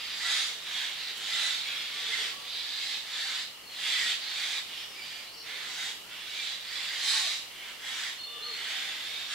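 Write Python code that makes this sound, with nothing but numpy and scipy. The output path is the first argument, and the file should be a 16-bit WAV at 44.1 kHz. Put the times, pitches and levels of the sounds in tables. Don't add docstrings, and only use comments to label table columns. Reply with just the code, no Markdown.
import sys
import numpy as np
from scipy import signal
from scipy.fft import rfft, irfft, next_fast_len
from scipy.io import wavfile
from scipy.ndimage import uniform_filter1d, map_coordinates

SR = 44100
rng = np.random.default_rng(int(sys.argv[2]) if len(sys.argv) > 2 else 0)


def digitize_waveform(pressure):
    field = np.atleast_2d(pressure).T
    bounded = np.clip(field, -1, 1)
    quanta = np.round(bounded * 32767).astype(np.int16)
    wavfile.write(sys.argv[1], SR, quanta)


N = 411894

# (crest [s], rise [s], hold [s], fall [s], nominal level [dB],
# throat at start [Hz], throat at end [Hz], throat re level [dB], beak at start [Hz], beak at end [Hz],
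# gape re level, before a common trim [dB], rasp re level [dB], chest re usual [dB])
SCREECHES = [ (0.0, 0.049, 0.078, 0.22, -40, 2117, 2122, -3.5, 3550, 3580, -2, -16, -6),
             (.31, .23, 0.061, .22, -31, 1954, 2080, -6, 3930, 3600, -5.5, -7, 3),
             (0.779, .27, .04, 0.19, -35, 2162, 2152, -5, 3620, 3350, -15, -11.5, 3),
             (0.998, .13, 0.097, 0.045, -39, 2094, 2237, -7, 3820, 3880, -7, -17, 0.1),
             (1.39, 0.34, 0.053, .25, -31.5, 1960, 2000, -7, 3220, 3880, -8, -9.5, 4),
             (1.7, .2, 0.079, .25, -37, 2364, 2214, -4.5, 3560, 3530, -9, -18, -3),
             (1.998, 0.21, 0.11, .15, -36.5, 2000, 1950, -7, 3650, 3520, -8, -12.5, 5),
             (2.18, .17, 0.043, .15, -35.5, 1997, 2080, -4, 3530, 3430, -5.5, -7.5, 4),
             (2.59, 0.31, 0.078, .25, -37.5, 2343, 2090, -9.5, 3400, 4170, -5, -17, 7),
             (2.843, .22, 0.091, 0.11, -35.5, 2115, 2182, -8, 3750, 3760, -7, -11.5, -3),
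             (3.211, .26, 0.17, .11, -36.5, 2008, 2054, -5, 3560, 3720, -4, -8.5, 4),
             (3.89, .19, 0.21, 0.095, -31.5, 2026, 2012, -5, 3500, 3360, -7.5, -9, -8),
             (4.228, 0.067, .08, 0.098, -40, 2070, 2015, -9, 3860, 3800, -6, -24, 9),
             (4.419, .27, .14, .08, -35, 2075, 1983, -4.5, 3560, 3680, -8.5, -9, -1),
             (4.721, 0.11, .1, 0.066, -43, 2180, 2273, -5.5, 3200, 3500, -7, -14, -6),
             (5.08, .27, 0.062, 0.21, -46, 2274, 2337, -1.5, 3550, 3570, -1.5, -9, -2),
             (5.478, 0.058, 0.14, 0.16, -42, 2080, 1977, -2.5, 3720, 3330, -13, -14.5, 0.1),
             (5.83, .33, 0.042, 0.091, -38.5, 1998, 2122, -3.5, 3600, 3560, -4, -5, 4),
             (6.114, 0.054, .14, .12, -44.5, 2270, 2127, -3.5, 3260, 3260, -15, -22, -2.5),
             (6.4, 0.23, .12, .08, -37.5, 2276, 2195, -7, 3540, 3800, -10, -11, 0.1),
             (6.79, 0.29, .17, 0.13, -38, 2190, 2076, -4, 3750, 3500, -3.5, -10.5, 0),
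             (7.099, .17, 0.059, .16, -29, 1880, 1990, -7.5, 3950, 3980, -11, -5.5, -15),
             (7.27, .12, 0.039, .13, -35.5, 2105, 2200, -5.5, 3670, 3750, -6, -5, -4),
             (7.658, 0.25, .02, .15, -46.5, 2190, 2153, 0.5, 3230, 3280, -9, -13, -1),
             (7.89, .12, .17, .12, -37.5, 1764, 2052, -4, 3300, 3660, -9, -8, 0),
             (8.74, 0.45, .05, .28, -37, 2038, 2068, -3, 3500, 3370, -7, -10.5, 3),
             (9.051, 0.33, 0.15, 0.16, -39.5, 2058, 2207, -5.5, 3520, 3640, -9, -14.5, 1),
             (9.34, .1, .01, 0.023, -34, 1840, 1847, -5.5, 3650, 3600, -12, -9, -4), ]
# (frequency [Hz], relative level [dB])
RASP_SHAPE = [(3060, -25), (5200, -3), (7870, -2), (8920, -13), (9700, -8.5), (11500, -19.5), (12600, -49),
              (15100, -70), (15800, -39)]
# (frequency [Hz], rms difference [rad])
PORT_PHASE = [(500, 0.11), (2000, 0.11), (5000, 1.15), (10000, 3)]
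DEPTH_DB, RISE_CURVE, FALL_CURVE = 21.5, 1.55, 1.84
JAY_LEAN_DB = -3

# (start [s], length [s], first [Hz], middle [Hz], last [Hz], nominal level [dB])
VOICED_TONES = [(.22, 0.31, 674, 778, 773, -60), (.22, 0.12, 1960, 1960, 1990, -42),
                (.23, .1, 1310, 1363, 1397, -49), (1.32, 0.043, 2000, 1998, 1990, -39),
                (1.43, 0.078, 1975, 1970, 1996, -41.5), (1.92, .18, 1150, 1160, 1210, -58),
                (2.12, 0.035, 2010, 2036, 1950, -37), (2.32, 0.16, 1125, 1160, 1146, -56),
                (2.83, 0.24, 790, 835, 870, -61), (3.92, 0.16, 2100, 1973, 1864, -41),
                (4.94, .12, 2260, 2290, 2290, -49.5), (5.62, .12, 1266, 1234, 1240, -61),
                (6.05, .1, 1340, 1390, 1380, -62), (6.3, 0.17, 2206, 2295, 2335, -47),
                (7.03, .25, 740, 890, 620, -54), (7.08, 0.24, 1200, 1085, 1270, -53),
                (8.26, 0.27, 1170, 1180, 1185, -58)]
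WHISTLES = [(3.635, .14, 4400, 4240, 4200, -51.5), (3.48, .2, 2900, 2930, 2900, -64),
            (8.21, .25, 3620, 3550, 3520, -47)]
CHIRPS = [(8.18, 0.099, 4250, 4300, 4320, -44.5), (8.425, 0.1177, 4200, 4295, 4300, -39.5)]
BUZZES = [(4.75, 0.19, 5100, 5530, 5180, -55), (4.95, 0.22, 4960, 4800, 4340, -54),
          (5.24, .08, 3900, 4070, 4300, -51.5), (5.33, 0.12, 4560, 4480, 4200, -53),
          (5.33, 0.116, 5200, 5510, 5400, -56.5), (8.14, .36, 2950, 2870, 2900, -52.5)]
COOS = [(.45, 0.16, 472, 460, 480, -69), (.88, 0.43, 453, 455, 477, -72.5), (1.95, .6, 465, 470, 457, -63),
        (5.35, 0.38, 468, 483, 466, -66.5), (8.24, 0.45, 475, 463, 462, -62)]

# (frequency [Hz], t60 [s])
THICKET_DECAY = [(500, 0.15), (3000, 0.53), (10000, 0.45)]
# (frequency [Hz], level [dB])
SCATTER = [(800, -3.5), (2000, -4.5), (4000, -1), (9000, -4)]
# (start [s], length [s], level before colouring [dB])
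LEAF = (1.168, 0.024, -43)

# (frequency [Hz], relative level [dB])
HUSH_SHAPE = [(12, -49), (20, -14.5), (357, -7), (1330, -5), (1480, -10), (2080, -3.5), (2530, -7),
              (2910, 4.5), (3530, -10.5), (4300, -5), (6010, -11.5), (13900, -15), (16000, -19)]
# (frequency [Hz], left-right correlation [-1 to 1])
HUSH_LIKENESS = [(30, 0.68), (100, 0.21), (400, 0.26), (2000, 0.49), (8000, 0)]
# (frequency [Hz], left minus right [dB])
HUSH_LEAN = [(30, -4), (150, 1), (700, -0.7), (12000, -0.1)]
# (frequency [Hz], level [dB])
WHINE = (15734, -85)
HUSH_DB = -47
TOP_HZ = 15790


def jays():
    out = np.zeros((2, N))
    frames = dict(fs=SR, nperseg=512, noverlap=384)
    for *shape, throat_from, throat_to, throat_db, beak_from, beak_to, gape_db, rasp_db, chest_db in SCREECHES:
        start, edge, progress, db = screech(*shape)
        throat_hz = throat_from + (throat_to - throat_from) * progress
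        beak_hz = beak_from + (beak_to - beak_from) * progress
        source = syrinx(throat_hz / 2, jitter=.22, breathy=.68)
        hz, _, z = signal.stft(source, **frames)
        hz = hz[:, None]
        at = np.minimum(np.arange(z.shape[1]) * 128, len(db) - 1)

        chest = 0.26 * peak(hz, 1824, 1350) ** 6 + 0.068 * peak(hz, 790, 310) ** 4
        throat = peak(hz, throat_hz[at], 500) ** 2 + amp(2 * chest_db) * chest
        beak = peak(hz, beak_hz[at], 850) ** 3 + 0.092 * peak(hz, 2930, 2800) ** 6
        gape = peak(hz, 4670, 830) ** 4
        rasp = amp(2 * along([(1200, -70), *RASP_SHAPE], hz))
        effort = amp(2 * (db + rasp_db + 41)[at])
        rasp = rasp * (1 + (hz / 12000) ** 4 * effort)
        parts = [(beak, db), (throat, db + throat_db), (gape, db + gape_db - 3.5), (rasp, db + rasp_db)]
        power = sum(part / part.mean(0) * amp(2 * level[at]) for part, level in parts)

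        chaos = amp(1.78 * patches(z.shape))
        phase = along(PORT_PHASE, hz) * patches(z.shape)
        turn = np.exp(.5j * np.multiply.outer([1, -1], phase))
        voice = signal.istft(z * np.sqrt(power) * chaos * turn, **frames)[1][:, :len(db)]
        beat_hz = 225 + 30 * wobble(len(db), 40.13)
        beat = np.cos(2 * np.pi * np.cumsum(beat_hz) / SR)
        lean = amp([[JAY_LEAN_DB / 2], [-JAY_LEAN_DB / 2]])
        add(out, start, voice * (1 + 0.069 * beat) * amp(-1.5) * edge * lean)
    return out


def syrinx(pitch_hz, jitter, breathy):
    n = len(pitch_hz)
    unsteady = 1 + jitter * wobble(n, 300) + .03 * wobble(n, 25)
    cycles = np.cumsum(pitch_hz * unsteady) / SR
    slaps = np.diff(np.floor(cycles), prepend=0) * amp(1.95 * rng.standard_normal(n))
    share = np.clip(breathy, 0, 1)
    return np.sqrt(1 - share) * unit(slaps - slaps.mean()) + np.sqrt(share) * rng.standard_normal(n)


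def screech(crest, rise, hold, fall, level_db):
    rise, hold, fall = np.abs([rise, hold, fall]) + .001
    start, t, edge = span(crest - rise, rise + hold + fall, fade=.012)
    swell = np.clip(1 - t / rise, 0, 2) ** RISE_CURVE
    sink = np.clip((t - rise - hold) / fall, 0, 2) ** FALL_CURVE
    return start, edge, t / t[-1], level_db - DEPTH_DB * (swell + sink)


def peak(hz, centre_hz, width_hz):
    return np.abs(hz * width_hz / (centre_hz ** 2 - hz ** 2 + 1j * hz * width_hz))


def patches(shape):
    over_pitch = uniform_filter1d(rng.standard_normal(shape), size=2, axis=0)
    return unit(uniform_filter1d(over_pitch, size=22, axis=1))


def notes(rows, waver, waver_rate, warble_db, edge_db, pan_db):
    out = np.zeros((2, N))
    for s, length, first_hz, middle_hz, last_hz, db in rows:
        start, t, edge = span(s, length, fade=.012)
        u = 2 * t / length - 1
        slope, bend = (last_hz - first_hz) / 2, (first_hz + last_hz) / 2 - middle_hz
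        hz = middle_hz + slope * u + bend * u ** 2
        phase = 2 * np.pi * np.cumsum(hz * (1 + waver * wobble(len(hz), waver_rate))) / SR
        level = amp(db - edge_db * u ** 2 + warble_db * wobble(len(hz), 62.5))
        pan = amp([[pan_db / 2], [-pan_db / 2]])
        add(out, start, np.sqrt(2) * np.sin(phase) * edge * level * pan)
    return out


def ground(x):
    return filtered(x, lambda hz: 1 + 0.24 * np.exp(-2j * np.pi * hz * 0.0006) / (1 + (hz / 1400) ** 4))


def thicket(x):
    out, step = np.zeros((2, N)), SR // 3
    for start in range(0, N, step):
        hz, t, z = signal.stft(rng.standard_normal((2, SR // 2)), SR, nperseg=256)
        t60 = along(THICKET_DECAY, hz)[:, None]
        decay = amp(along(SCATTER, hz)[:, None] - 60 * t / t60)
        even = np.sqrt(t60 * SR / 18.4)
        tail = signal.istft(z * decay / even, SR, nperseg=256)[1]
        add(out, start, signal.fftconvolve(x[:, start:start + step], tail, axes=1))
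    return out


def rustle():
    s, length, db = LEAF
    t = np.arange(N) / SR - s
    puff = rng.standard_normal((2, N)) * (t > 0) * np.sin(np.pi * np.clip(t / length, 0, 1))
    return amp(db) * filtered(puff, lambda hz: peak(hz, 9000, 9000))


def hush():
    def mid_side(hz):
        turn = np.arccos(np.clip(along(HUSH_LIKENESS, hz), -1, 1)) / 2
        return amp(along(HUSH_SHAPE, hz)) * [np.cos(turn), np.sin(turn)]

    mid, side = filtered(rng.standard_normal((2, N)), mid_side)
    air = unit(np.array([mid + side, mid - side])) * amp(HUSH_DB + 0.69 * wobble(N, 2.95))
    air = filtered(air, lambda hz: amp(np.outer([.5, -.5], along(HUSH_LEAN, hz))))
    whine_hz, whine_db = WHINE
    return air + np.sqrt(2) * amp(whine_db) * np.sin(2 * np.pi * whine_hz * np.arange(N) / SR)


def amp(db):
    return 10 ** (np.asarray(db) / 20)


def unit(x):
    return x / np.sqrt(np.mean(x ** 2) + 1e-20)


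def along(points, hz):
    f, v = np.transpose(points)
    return np.interp(np.log(hz + 1), np.log(f + 1), v)


def wobble(n, rate):
    return map_coordinates(rng.standard_normal(int(n * rate / SR) + 4), [np.arange(n) * rate / SR])


def filtered(x, response):
    m = next_fast_len(N + SR // 2)
    return irfft(rfft(x, m) * response(np.fft.rfftfreq(m, 1 / SR)), m)[..., :N]


def span(start, length, fade):
    t = np.arange(round((length + 2 * fade) * SR)) / SR - fade
    edge = np.clip(np.minimum(t - t[0], t[-1] - t) / (2 * fade), 0, 1)
    return round((start - fade) * SR), t, np.sin(edge * np.pi / 2)


def add(track, start, x):
    x = x[..., max(-start, 0):N - start]
    track[..., max(start, 0):max(start, 0) + x.shape[-1]] += x


def scene():
    birds = jays()
    birds += notes(VOICED_TONES, waver=0.0202, waver_rate=59.3, warble_db=2.5, edge_db=3.5, pan_db=-4.5)
    birds += notes(WHISTLES, waver=0.0097, waver_rate=150, warble_db=3.5, edge_db=5, pan_db=1.2)
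    birds += notes(CHIRPS, waver=0.018, waver_rate=300, warble_db=1.5, edge_db=3, pan_db=0.0)
    birds += notes(BUZZES, waver=0.0437, waver_rate=500, warble_db=3, edge_db=2, pan_db=0.0)
    birds += notes(COOS, waver=0.07, waver_rate=60, warble_db=2.5, edge_db=6, pan_db=-1.0)
    birds = ground(birds)
    return birds + thicket(birds) + rustle() + hush()


def record(dry):
    return filtered(dry, lambda hz: hz < TOP_HZ)


dry = scene()
out = record(dry)
digitize_waveform(out)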